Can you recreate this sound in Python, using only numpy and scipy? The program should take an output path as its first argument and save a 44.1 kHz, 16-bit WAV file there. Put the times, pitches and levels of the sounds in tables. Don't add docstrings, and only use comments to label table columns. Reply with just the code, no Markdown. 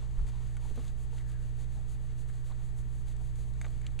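import sys
import numpy as np
from scipy import signal
from scipy.fft import rfft, irfft
from scipy.io import wavfile

SR = 44100
rng = np.random.default_rng(int(sys.argv[2]) if len(sys.argv) > 2 else 0)


def log_audio(samples):
    frames = np.atleast_2d(samples).T
    limited = np.clip(frames, -1, 1)
    pcm = np.round(limited * 32767).astype(np.int16)
    wavfile.write(sys.argv[1], SR, pcm)


N = 176400
TIME_S, FREQ_HZ = np.arange(N) / SR, np.fft.rfftfreq(N, 1 / SR)


def amp(db):
    return 10 ** (np.asarray(db) / 20)


def unit_rms(x):
    return x / np.sqrt(np.mean(x ** 2) + 1e-20)


def curve(points):
    hz, value = np.transpose(points)
    return np.interp(np.log(FREQ_HZ + 1), np.log(hz + 1), value)


def equalise(x, eq):
    return irfft(rfft(x) * amp(curve(eq)), N)


def drift(rate_hz):
    return unit_rms(irfft(rfft(rng.standard_normal(N)) * np.exp(-(FREQ_HZ / rate_hz) ** 2), N))


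def triggers(per_s, samples=N):
    return rng.random(samples) < per_s / SR


def swell(middle_s, length_s, flatness=3.1):
    return np.exp(-np.log(2) * abs(2 * (TIME_S - middle_s) / length_s) ** flatness)


def add(mix, start_s, sound):
    part = mix[max(round(start_s * SR), 0):][:len(sound)]
    part += sound[:len(part)]


# freq_hz, gain_db
ROOM_EQ = [(5, -4), (28, -1.5), (45, -5.5), (75, -14.5), (170, -15.5), (270, -23.5), (450, -25.5),
           (580, -30), (820, -31), (1300, -36), (1850, -37), (2200, -38.5), (4000, -42), (6500, -39.5),
           (9000, -48), (12500, -50), (13300, -67), (15000, -63)]
# freq_hz, correlation (1 = mono)
ROOM_CORRELATION = [(50, 0.96), (170, 0.97), (350, 0.81), (700, 0.89), (1500, 0.96), (4000, 1), (7000, 1),
                    (12000, 0.67)]


def room_tone(level_db=-50.5):
    mid, side = rfft(rng.standard_normal((2, N)))
    correlation = curve(ROOM_CORRELATION)
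    mid *= np.sqrt((1 + correlation) / 2)
    side *= np.sqrt((1 - correlation) / 2)
    air = irfft(np.array([mid + side, mid - side]), N)
    return amp(level_db) * unit_rms(equalise(air, ROOM_EQ))


# pitch_hz, rms_db
HUM_TONES = [(46.8, -54), (58.4, -43), (102.3, -59), (120, -44), (145.6, -60), (204.8, -69.5), (233.3, -66),
             (307, -76.5), (410.5, -77.5), (442, -78.5), (467, -79.5), (817, -79.5), (1109, -83.5),
             (1750, -84.5), (1866, -81.5), (1924, -86)]


def appliance_hum(waver_db=1, waver_rad=0.092, whine_hz=7880, whine_db=-80.5):
    phase_per_hz, hum = 2 * np.pi * TIME_S, np.zeros(N)
    for hz, db in HUM_TONES:
        gain = amp(db + waver_db * drift(rate_hz=2.27))
        phase = hz * phase_per_hz + 2 * np.pi * rng.random()
        hum += gain * np.sin(phase + waver_rad * drift(rate_hz=2.5))
    whine = amp(whine_db) * np.sin(whine_hz * phase_per_hz)
    return np.sqrt(2) * (hum + whine)


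def handling_rumble(level_db=-48, cutoff_hz=34.5, waver_db=1):
    lows = signal.sosfilt(signal.butter(2, cutoff_hz, fs=SR, output="sos"), rng.standard_normal(N))
    return amp(level_db) * unit_rms(lows * amp(waver_db * drift(rate_hz=8.2)))


# freq_hz, gain_db
REFLECTION_EQ = [(30, -25), (120, -7), (300, 5), (2500, -4), (6000, -14), (14000, -15)]


def reflections(x, send_db=-4, t60_s=0.034, echoes_per_s=1500):
    t = np.arange(SR // 5) / SR
    echoes = rng.choice([-1., 1.], len(t)) * triggers(echoes_per_s, len(t)) * amp(-60 * t / t60_s)
    echoes /= np.linalg.norm(echoes)
    return amp(send_db) * signal.fftconvolve(equalise(x, REFLECTION_EQ), echoes)[:N]


# pitch_hz, level_db, t60_s
CASE_MODES = [(1690, -7, 0.014), (2030, -1.5, 0.014), (2193, -3.5, 0.019), (3600, -10, .024),
              (6370, -4, 0.013), (7246, -14, 0.012)]


def case_ring():
    t = np.arange(SR // 10) / SR
    return sum(amp(db - 60 * t / t60_s) * np.sin(2 * np.pi * hz * t) for hz, db, t60_s in CASE_MODES)


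# freq_hz, gain_db
CREAK_EQ = [(300, 0), (660, 11), (1050, -3), (1550, 6), (2050, 5), (2800, -12), (3800, 7), (4600, -12),
            (7000, -8), (14000, -12)]


def grip_creak(peak_s=3.651, level_db=-49, build_s=0.011, release_s=0.0014, slips_per_s=700, spread_db=3):
    t = TIME_S - peak_s
    slips = rng.choice([-1., 1.], N) * amp(spread_db * rng.standard_normal(N)) * triggers(slips_per_s)
    envelope = np.exp(np.minimum(t / build_s, -t / release_s))
    creak = equalise(signal.oaconvolve(slips * envelope, case_ring())[:N], CREAK_EQ)
    return amp(level_db) * creak * np.linalg.norm(envelope) / (np.linalg.norm(creak) + 1e-12)


# start_s, relative_level_db, centre_hz, half_width_octaves, ring_send_db
CASE_TICKS = [(0.5678, -45.5, 9000, 1.2, -8), (0.5682, -48, 1650, 0.46, -4),
              (.8795, -43.5, 5600, 0.52, -14), (0.884, -56, 4000, 1.5, -12), (1.1825, -48, 3200, 1, -15),
              (1.186, -49.5, 4500, 1.3, -13), (2.291, -53, 7000, 0.77, -1), (2.521, -52, 4000, 0.17, -14),
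              (3.166, -51.5, 5470, 0.85, -11), (3.357, -51.5, 8000, 0.98, -7),
              (3.538, -53, 7000, 0.79, -12), (3.6144, -39.5, 7250, 0.43, 6.5), (3.6245, -53, 7000, 1, -10),
              (3.6455, -45, 1950, 0.56, 1), (3.6572, -48.5, 6700, 0.33, -1), (3.6655, -50, 2500, 1.3, -16),
              (3.816, -53.5, 7500, 0.56, 5.5), (3.8665, -36.5, 3880, 1.05, -7),
              (3.9905, -39, 2900, 0.27, -19), (3.9925, -38, 7460, .6, -3)]
# freq_hz, gain_db
TICK_EQ = [(200, -14), (900, 10.5), (1800, 0), (3200, 5.5), (4500, 1.5), (7200, 4.5), (9500, -2.5),
           (14000, -26)]


def case_ticks(snap_s=0.00092, rattle_s=0.0057, rattle_db=-4.5, ring_trim_db=-2, gain=0.5):
    t, out, ring = np.arange(SR // 10) / SR, np.zeros(N), case_ring()
    envelope = np.exp(-(t / snap_s) ** 2) + amp(rattle_db) * np.exp(-t / rattle_s)
    envelope_rms = np.sqrt(np.mean(envelope ** 2))
    for start_s, db, centre_hz, octaves, ring_send_db in CASE_TICKS:
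        edges_hz = [centre_hz / 2 ** octaves, min(centre_hz * 2 ** octaves, SR / 2 - 1)]
        band = signal.butter(2, edges_hz, "band", fs=SR, output="sos")
        burst = equalise(rng.standard_normal(N), TICK_EQ)[:len(t)] * envelope
        snap = unit_rms(signal.sosfilt(band, burst)) * envelope_rms
        add(out, start_s, amp(db) * (snap + amp(ring_send_db + ring_trim_db) * ring))
    return gain * out


# start_s, level_db, pitch_hz, t60_s
SOFT_BUMPS = [(.178, -14.5, 32, 0.16), (.222, -16, 32, 0.14), (.697, -27, 12, 0.3), (2.422, -25, 27, 0.13)]


def bumps(rise_cycles=0.31):
    t, out = np.arange(SR // 2) / SR, np.zeros(N)
    for start_s, db, hz, t60_s in SOFT_BUMPS:
        attack = 1 - np.exp(-(t * hz / rise_cycles) ** 2)
        add(out, start_s, attack * amp(db - 60 * t / t60_s) * np.sin(2 * np.pi * hz * t))
    return out


# start_s, level_db, pitch_ratio, damping_ratio
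HAND_PATS = [(.7115, -43, .85, 2.2), (0.7768, -36.5, 1.04, 1.2), (.792, -47.5, 2.27, 2.2),
             (1.129, -48, 1.9, 3), (2.4986, -47, 2.1, 4.6), (2.508, -51, 1.95, 2.7),
             (3.665, -41.5, 2.46, 3)]
# base_pitch_hz, relative_level_db, base_t60_s
BODY_MODES = [(240, -2.5, 0.067), (334, -7, 0.045), (467, -1.5, 0.041), (727, -14.5, 0.032),
              (1030, -15, .025)]


def pats(rise_s=0.00047):
    t, out = np.arange(SR // 5) / SR, np.zeros(N)
    attack = 1 - np.exp(-t / rise_s)
    for start_s, db, pitch_ratio, damping in HAND_PATS:
        ring = sum(amp(mode_db - 60 * t * damping / t60_s) * np.sin(2 * np.pi * hz * pitch_ratio * t)
                   for hz, mode_db, t60_s in BODY_MODES)
        add(out, start_s, amp(db) * attack * ring)
    return out


# middle_s, length_s, level_db, centre_hz, width_hz
PALM_SCUFFS = [(0.034, 0.098, -66.5, 800, 900), (0.189, 0.054, -61.5, 750, 1500),
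               (.27, 0.067, -68, 850, 700), (0.385, 0.11, -65, 1010, 350), (0.493, 0.11, -76, 1770, 700),
               (0.647, 0.057, -62.5, 870, 250), (0.785, .06, -69, 900, 1100), (0.766, .02, -60, 330, 400),
               (0.804, 0.053, -55, 367, 330), (0.878, 0.061, -69, 1020, 600), (1.144, 0.033, -62, 835, 400),
               (1.198, 0.047, -63.5, 1920, 600), (1.344, 0.19, -69, 1680, 500),
               (1.78, 0.066, -66.5, 730, 400), (2.122, 0.062, -73, 1500, 1400),
               (2.298, 0.017, -61.5, 1520, 900), (2.514, 0.036, -58.5, 850, 900),
               (2.61, 0.067, -70, 750, 400), (3.214, 0.028, -62.5, 746, 400), (3.482, 0.2, -65, 350, 300),
               (3.658, 0.064, -67, 680, 250), (3.86, 0.052, -63, 2030, 800)]


def scuffs(roughness_db=2.0):
    out = np.zeros(N)
    friction_spectrum = rfft(rng.standard_normal(N) * amp(roughness_db * drift(rate_hz=120)))
    for middle_s, length_s, db, centre_hz, width_hz in PALM_SCUFFS:
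        band = 1 / (1 + (2 * (FREQ_HZ - centre_hz) / width_hz) ** 2)
        out += amp(db) * swell(middle_s, length_s) * unit_rms(irfft(friction_spectrum * band, N))
    return out


# freq_hz, gain_db
CRACKLE_EQ = [(500, -25), (2500, -5), (7000, 0), (10000, -6), (15000, -22)]


def hair_crackle(strokes, relative_db=-13.5, snaps_per_s=90, spread_db=6.0):
    pressure = sum(amp(db) * swell(middle_s, length_s) for middle_s, length_s, db, _ in strokes)
    snaps = rng.choice([-1., 1.], N) * amp(spread_db * np.minimum(rng.exponential(1, N), 3))
    snaps *= triggers(snaps_per_s)
    return amp(relative_db) * pressure * unit_rms(equalise(snaps, CRACKLE_EQ))


# middle_s, length_s, level_db, brightness_db (cuts lows, lifts highs by half)
FUR_STROKES = [(0.01, 0.11, -64.5, -5), (.18, 0.17, -68.5, -3), (0.285, 0.038, -58, -1.5),
               (0.347, 0.091, -68, -6.5), (0.446, 0.14, -64.5, -2.5), (0.537, 0.059, -68, 2),
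               (0.669, .12, -60, -0.5), (0.787, 0.081, -60, -2.5), (0.86, 0.1, -60.5, -0.5),
               (1.016, 0.075, -62, 4), (1.171, 0.1, -61.5, -0.5), (1.306, 0.066, -62, 0.5),
               (1.45, .11, -66, 2), (1.611, 0.073, -60.5, 1), (1.756, 0.11, -64.5, 2),
               (1.918, 0.076, -61, 2.5), (2.045, 0.064, -67, 1), (2.11, 0.046, -69, -5),
               (2.203, 0.055, -61, 3), (2.293, 0.036, -67.5, 10), (2.36, .09, -65, 0),
               (2.482, 0.07, -61, 0.5), (2.597, 0.11, -70, -2), (2.662, 0.081, -67, 7),
               (2.793, 0.053, -63.5, 10), (2.967, .12, -66, 6), (3.099, 0.07, -61, 0.5),
               (3.253, 0.11, -65, 3), (3.403, 0.091, -61.5, 2.5), (3.483, .06, -69.5, 8),
               (3.67, 0.2, -66, -0.5), (3.805, 0.3, -71, -3)]
# freq_hz, gain_db
FUR_EQ = [(100, -6), (400, 7), (900, -2), (1400, 0.5), (2600, -1), (4400, 1), (6500, 4), (9700, -4),
          (12000, -12), (15000, -22)]


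def fur_swishes(flicks_per_s=1300, flick_db=-7, spread_db=3.5, crossover_hz=5500):
    flicks = rng.standard_normal(N) * amp(spread_db * np.minimum(rng.exponential(1, N), 4))
    flicks *= triggers(flicks_per_s)
    swish = unit_rms(equalise(rng.standard_normal(N) + amp(flick_db) * unit_rms(flicks), FUR_EQ))
    lows = signal.sosfiltfilt(signal.butter(2, crossover_hz, fs=SR, output="sos"), swish)
    highs = swish - lows
    low_power, high_power = np.zeros((2, N))
    for middle_s, length_s, db, brightness_db in FUR_STROKES:
        envelope = amp(db) * swell(middle_s, length_s)
        low_power += (envelope * amp(-brightness_db)) ** 2
        high_power += (envelope * amp(brightness_db / 2)) ** 2
    return lows * np.sqrt(low_power) + highs * np.sqrt(high_power)


def scene():
    knocks = bumps() + pats() + case_ticks() + grip_creak()
    stroking = fur_swishes() + hair_crackle(FUR_STROKES) + scuffs()
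    return stroking + knocks + reflections(knocks) + handling_rumble() + appliance_hum() + room_tone()


DC_OFFSET = [
    [-0.0089],
    [0.024],
]


def record(dry):
    notch_hz, notch_width_hz, notch_leak, cutoff_hz = 5408, 1630, 0.035, 15100
    notched = signal.lfilter(*signal.iirnotch(notch_hz, notch_hz / notch_width_hz, SR), dry)
    notched += notch_leak * (dry - notched)
    lowpass = signal.firwin(511, cutoff_hz, window=("kaiser", 9), fs=SR)
    return signal.oaconvolve(notched, lowpass[None], "same") + np.array(DC_OFFSET)


dry = scene()
out = record(dry)
log_audio(out)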